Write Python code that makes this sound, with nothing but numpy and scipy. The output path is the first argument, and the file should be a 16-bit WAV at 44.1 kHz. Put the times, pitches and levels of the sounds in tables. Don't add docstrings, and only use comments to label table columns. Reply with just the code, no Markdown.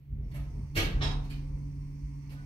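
import sys
import numpy as np
from scipy import signal
from scipy.fft import rfft, irfft
from scipy.io import wavfile
from scipy.ndimage import uniform_filter1d

SR = 44100
rng = np.random.default_rng(int(sys.argv[2]) if len(sys.argv) > 2 else 0)


def put_to_file(sound):
    columns = np.atleast_2d(sound).T
    safe = np.clip(columns, -1, 1)
    whole_steps = np.round(safe * 32767)
    wavfile.write(sys.argv[1], SR, whole_steps.astype(np.int16))


def boost_factor(decibels):
    exponent = np.asarray(decibels, float) / 20
    return 10 ** exponent


N = 108045
ALIKE_HZ = 850

# f/Hz, level/dB per Hz
TICK_CRACK = [(1000, -8), (2600, 1), (3500, -5.5), (4500, -1), (6500, -14.5), (11000, -11), (15500, -17)]


def level(x, db):
    return x * boost_factor(db) / np.sqrt(np.mean(x ** 2))


def shape(table, hz):
    table = np.array(table)
    return np.interp(np.log(hz + 1), np.log(table[:, 0]), table[:, 1])


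def colour(x, table):
    size = x.shape[-1]
    gain = boost_factor(shape(table, np.fft.rfftfreq(size, 1 / SR)))
    return irfft(rfft(x) * gain, size)


def band(x, hz, width):
    return signal.lfilter(*signal.iirpeak(hz, hz / width, fs=SR), x)


def ring(x, modes):
    out = 0
    for hz, db, t60 in modes:
        pole = np.exp(2j * np.pi * hz / SR - np.log(1000) / (t60 * SR))
        out = out + boost_factor(db) * signal.lfilter([1], [1, -pole], x).imag
    return out


def walk(rate):
    k = int(SR / rate)
    x = np.repeat(rng.standard_normal(N // k + 1), k)
    x = uniform_filter1d(uniform_filter1d(x, k), k)[:N]
    return (x - x.mean()) / x.std()


def pair(alike_hz, size=N):
    mid, side = rng.standard_normal((2, size))
    side = signal.lfilter(*signal.butter(1, alike_hz, "high", fs=SR), side)
    return np.array([mid + side, mid - side])


def motor(t, hz, db):
    phase = 2 * np.pi * np.cumsum(hz) / SR
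    flutter_db = 4.2 - 3 * np.clip((t - 1.15) / 0.1, 0, 1)
    db = db + 2.0 + flutter_db * walk(18)
    pan_db, lag = np.array([[-1], [1]]), np.array([[0.064], [0]])
    hum = boost_factor(db + pan_db) * np.sin(phase + lag)
    loaded = np.clip((t - 0.74) / 0.092, 0, 1)
    octave = boost_factor(db - 19.5) * np.sin(2 * phase) * (1 - 0.12 * loaded)
    panel_hz = 273.9 + 1.56 * walk(13)
    panel = np.sin(2 * np.pi * np.cumsum(panel_hz) / SR) * boost_factor(0.6 * walk(14))
    panel = level(panel, -55) * loaded * boost_factor(0.72 * (db + 36.5))
    mains = level(band(rng.standard_normal(N), 125, 0.79), -51.5) * (1 - 0.86 * loaded)
    return hum + octave + panel + mains


def rumble(shake_db, air_db):
    # f/Hz, width/Hz, level/dB
    resonances = [(35.9, 6.1, -1.5), (57.7, 14.8, -0.5), (90.3, 49.7, -5.5), (210.5, 67, -19),
                  (264.2, 39, -22), (403, 50, -29.5)]
    # f/Hz, level/dB per Hz
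    air_colour = [(25, -9), (60, 0.5), (150, -8), (300, -19.5), (500, -32), (800, -56), (1500, -45.5),
                  (4000, -57.5)]
    cab = 0
    for hz, width, db in resonances:
        sway = boost_factor(db + 1.7 * walk(9.46))
        cab = cab + sway * level(band(band(pair(1600), hz, width), hz, 2 * width), 0)
    air = level(colour(pair(1000), air_colour), -51) * boost_factor(0.38 * air_db)
    return level(cab, -1) * boost_factor(shake_db) + air


def whirr(t, db):
    # f/Hz, width/Hz, level/dB, share of the drive's swell
    resonances = [(970, 340, -3.5, 1.45), (2170, 700, -0.5, 0.49), (4400, 64, -12, 0.62),
                  (4900, 1100, -8.5, 1.2), (5520, 90, -7.5, 0.78), (5990, 1200, -3.5, 0.96),
                  (8680, 1000, -7.5, 0.87)]
    whine_hz = resonances[4][0]
    whine_db = np.clip((t - 0.23) * 700, -25, 3)
    out = 0
    for hz, width, band_db, share in resonances:
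        swell_db = whine_db if hz == whine_hz else db
        gain = boost_factor(band_db - 72 + share * swell_db + 1.1 * walk(18))
        out = out + gain * level(band(band(pair(300), hz, width), hz, 1.2 * width), 0)
    return out


def floor_bumps(t):
    # t/s, level/dB
    bumps = [
        (.1, -39),
        (0.19, -37.5),
        (.37, -38),
        (0.572, -42.5),
        (1.521, -37),
        (1.632, -43),
        (1.782, -40),
        (2.031, -36.5),
        (2.161, -46),
    ]
    # f/Hz, level/dB, t60/s
    modes = [(55.16, -2, 0.36), (84.5, -8, 0.19)]
    width = 0.011
    push = 0
    for s, db in bumps:
        wobble = np.exp(-((t - s) / width) ** 2) * np.sin(2 * np.pi * modes[0][0] * (t - s))
        push = push + boost_factor(db + 11.0) * wobble / (width * SR)
    return ring(push, modes)


def frame_jolts(t):
    # t/s, level/dB, push/s
    jolts = [
        (.128, -45, 0.0013),
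        (.772, -34.5, 0.0017),
        (.83, -42, 0.011),
        (0.973, -30, 0.0055),
        (1.014, -24.5, 0.0052),
        (1.093, -37, .005),
    ]
    # f/Hz, level/dB, t60/s
    modes = [(36.16, -2, 1.38), (48.2, -5, 0.54), (61.47, -5, 1.1), (98.5, 9, 0.29), (211, 1.5, 0.29),
             (277, -20, .3), (328, -26, 0.49), (420, -12.5, .3)]
    push = sum(boost_factor(db) * np.exp(-((t - s) / width) ** 2) / (width * SR) for s, db, width in jolts)
    return ring(push, modes)


def shaft(t):
    # f/Hz, t60/s
    decay = [(200, 0.67), (800, 0.84), (2000, 0.24), (4000, 0.42), (8000, 0.11), (14000, 0.063)]
    t, tail = t[:int(SR)], 0
    for hz in 125 * 2 ** np.arange(0, 7.1, 0.5):
        t60 = shape(decay, hz)
        tail = tail + band(pair(ALIKE_HZ, len(t)), hz, hz / 2.95) * boost_factor(-60 * t / t60) / np.sqrt(t60)
    tail = tail * np.clip(t / 0.0048, 0, 1)
    return boost_factor(6.5) * tail / np.sqrt(np.sum(tail ** 2) / 2)


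def part(t, echoes, hits, crack, modes, ring_db, split, rough_db):
    start = int(hits[0][0] * SR)
    t = t[start:start + int(SR)] if modes else t[start:]

    def swell(late):
        out = 0
        for s, db, rise, fall in hits:
            since = t - late - s
            attack = np.clip(since / rise, 0, 1) ** 2
            out = out + boost_factor(db) * attack * np.exp(-np.clip(since - rise, 0, None) / fall)
        return out

    env = swell(0) * boost_factor(rough_db * walk(700)[:len(t)])
    power = 10 * np.log10(np.mean(env ** 2))
    x = level(colour(env * rng.standard_normal(len(t)), crack), power)
    out = x + signal.fftconvolve(x[None], echoes, axes=1)[:, :len(t)]
    for hz, db, t60 in modes:
        late = 0.0018 * hz / 1000
        drive = band(swell(late) * pair(ALIKE_HZ, len(t)), hz, hz / 16)
        group = [(hz * (1 - split), -2, t60), (hz, 0, t60), (hz * (1 + split), -4, t60)]
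        both = ring(drive, group)
        out = out + np.array([level(y, power + ring_db + db - 5.5) for y in both])
    return np.pad(out, ((0, 0), (start, N - start - len(t))))


def ticks(t, echoes):
    # t/s, level/dB, rise/s, fall/s
    hits = [
        (0.314, -58.5, 0.0011, 0.0022),
        (1.238, -63, 0.0012, 0.017),
        (2.29, -61.5, .006, 0.021),
    ]
    return part(t, echoes, hits, TICK_CRACK, [], 0, 0, rough_db=-2.5)


def scuffs(t, echoes):
    # t/s, level/dB, rise/s, fall/s
    hits = [
        (.326, -53.5, 0.019, 0.039),
        (2.296, -59.5, 0.019, 0.032),
    ]
    # f/Hz, level/dB per Hz
    crack = [(250, 3.5), (600, 3), (1300, -5.5), (2100, -2), (3500, -10.5), (7000, -18.5), (11500, -9),
             (15500, -20)]
    return part(t, echoes, hits, crack, [], 0, 0, rough_db=2.0)


def latch(t, echoes):
    # t/s, level/dB, rise/s, fall/s
    hits = [
        (.742, -43.5, 0.014, 0.0095),
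        (0.751, -32, 0.016, 0.043),
    ]
    # f/Hz, level/dB per Hz
    crack = [(150, -6), (300, -12), (950, -26.5), (1900, -19.5), (2810, -16.5), (5990, -30.5), (8830, -34),
             (13000, -29.5), (15700, -39.5)]
    # f/Hz, level/dB, t60/s
    latch_modes = [(471, -7, 0.19), (781, -7.5, 0.7), (1225.5, -7.5, 0.33), (1610, -5.5, 0.8),
                   (1960, -6, 0.4), (2190, 3, 0.2), (2275, -1.5, 0.44), (2524, -3, 0.061), (2548, -2, .2),
                   (2760, -1, 0.25), (3140, -5, 0.2), (3270, -8, .2), (4330, -8.5, 0.36),
                   (5820, -4.5, 0.046)]
    door_modes = [(344.2, -8, 0.74), (399.6, -8.5, 0.37), (2940, -7, 0.34), (3596, -9.5, 0.26),
                  (4060, -11, 0.31), (4161, -10, 0.19), (4810, -10, .2), (5400, -10, 0.12),
                  (6170, -10, .12)]
    return part(t, echoes, hits, crack, latch_modes + door_modes, 1.5, 0.0061, rough_db=2.5)


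def bar(t, echoes):
    # t/s, level/dB, rise/s, fall/s
    hits = [
        (1.0, -39, 0.015, 0.03),
        (1.037, -48, 0.0081, 0.011),
        (1.085, -51, 0.02, 0.0069),
    ]
    # f/Hz, level/dB per Hz
    crack = [(88, -41), (150, -1), (660, -10.5), (1100, -10.5), (3830, -12.5), (4310, -17.5), (5990, -24.5),
             (7800, -43.5), (15500, -52)]
    # f/Hz, level/dB, t60/s
    bar_modes = [(750, -3.5, 0.54), (3220, -3, 0.17), (3350, -1, 0.23), (3836, 0, 0.23), (4770, -7, 0.22),
                 (5363, 1, 0.19), (6370, -10, .14), (7250, -14.5, 0.11), (8260, -15, 0.092),
                 (9600, -21, 0.16), (10900, -26, 0.054), (11800, -24.5, 0.092), (13000, -39, .04),
                 (14500, -36, .04)]
    rail_modes = [(317, -14, 0.36), (417, -7.5, 0.43), (636, -8.5, 0.48), (974, -8.5, 0.65),
                  (1053, -11.5, 0.43), (3790, -5.5, .5), (3910, -3, 0.28), (3520, -7, 0.1),
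                  (4120, -13, .12), (5000, -14, 0.15), (5280, -4, 0.36), (6660, -17, 0.3)]
    return part(t, echoes, hits, crack, bar_modes + rail_modes, 6, 0.009, rough_db=1.5)


def knock(t, echoes):
    # t/s, level/dB, rise/s, fall/s
    hits = [
        (1.289, -58, 0.0088, 0.038),
    ]
    # f/Hz, level/dB, t60/s
    modes = [(2420, 7.5, .15), (3040, 3.5, 0.13), (4420, 0, 0.1)]
    return part(t, echoes, hits, TICK_CRACK, modes, 2.9, 0.025, rough_db=2.0)


def squeaks(t):
    # t/s, half length/s, f/Hz, level/dB
    calls = [
        (1.516, 0.14, 521, -68),
        (2.395, 0.0435, 1510, -58.5),
    ]
    out = 0
    for s, half, hz, db in calls:
        env = boost_factor(db + 2 * walk(30.5)) * np.exp(-((t - s) / half) ** 4)
        wavering = t + 0.0025 * np.cumsum(walk(7.8)) / SR
        out = out + env * np.sin(2 * np.pi * hz * wavering)
    return out


def scene():
    # t/s, hum f/Hz, hum level/dB, shake level/dB, whirr level/dB
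    course = np.array([(0, 141.6, -57, -71.5, -22.5), (.13, 141.2, -45.5, -39.5, -19),
                       (.22, 140.8, -44, -34, -14), (.31, 141.5, -46.5, -38, 2.5),
                       (.4, 142.7, -44, -36.5, -2), (.48, 141.6, -38.5, -42.5, 2),
                       (.59, 142.3, -43, -33.5, 3.5), (.74, 142.4, -33, -50, 1.5),
                       (.85, 142.8, -44, -28, -4.5), (1.0, 142.1, -33, -29, 8),
                       (1.09, 144.1, -40.5, -28, 13), (1.2, 142.7, -40, -37.5, 5.5),
                       (1.43, 144.8, -38.5, -38, 4), (1.66, 143.3, -37.5, -39.5, 2.5),
                       (1.89, 144.4, -41.5, -45.5, 1.5), (2.09, 143.6, -41, -51.5, 3),
                       (2.2, 142.9, -43, -52, 2.5), (2.45, 142.6, -44.5, -46.5, 4.5)])
    t = np.arange(N) / SR
    hz, hum_db, shake_db, whirr_db = (np.interp(t, course[:, 0], c) for c in course[:, 1:].T)
    steady = motor(t, hz, hum_db) + rumble(shake_db, whirr_db) + whirr(t, whirr_db)
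    structure = floor_bumps(t) + frame_jolts(t) + squeaks(t)
    echoes = shaft(t)
    light = ticks(t, echoes) + scuffs(t, echoes) + knock(t, echoes)
    loud = latch(t, echoes) + bar(t, echoes)
    return steady + structure + light + loud


def band_limit(x):
    return signal.sosfilt(signal.butter(12, 15740, fs=SR, output="sos"), x)


def record(dry):
    # f/Hz, level/dB
    left_port = [(100, -0.63), (1000, 0.5), (2400, -3.5), (5000, -4.5), (7000, -30), (8500, -60),
                 (10500, -29.5), (15000, -6)]
    # f/Hz, level/dB per Hz
    hiss_colour = [(3000, 0), (9000, -24.5), (12000, -2)]
    # f/Hz, level/dB
    edges = [(16, -50), (27, -18), (34, 0), (15700, 0), (15770, -90)]
    hiss = level(colour(rng.standard_normal((2, N)), hiss_colour), -78)
    left = colour(dry[0], left_port)
    right = np.pad(dry[1], (12, 0), mode="edge")[:N]
    mix = colour(np.array([left, right]) + hiss, edges)
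    return band_limit(mix)


dry = scene()
out = record(dry)
put_to_file(out)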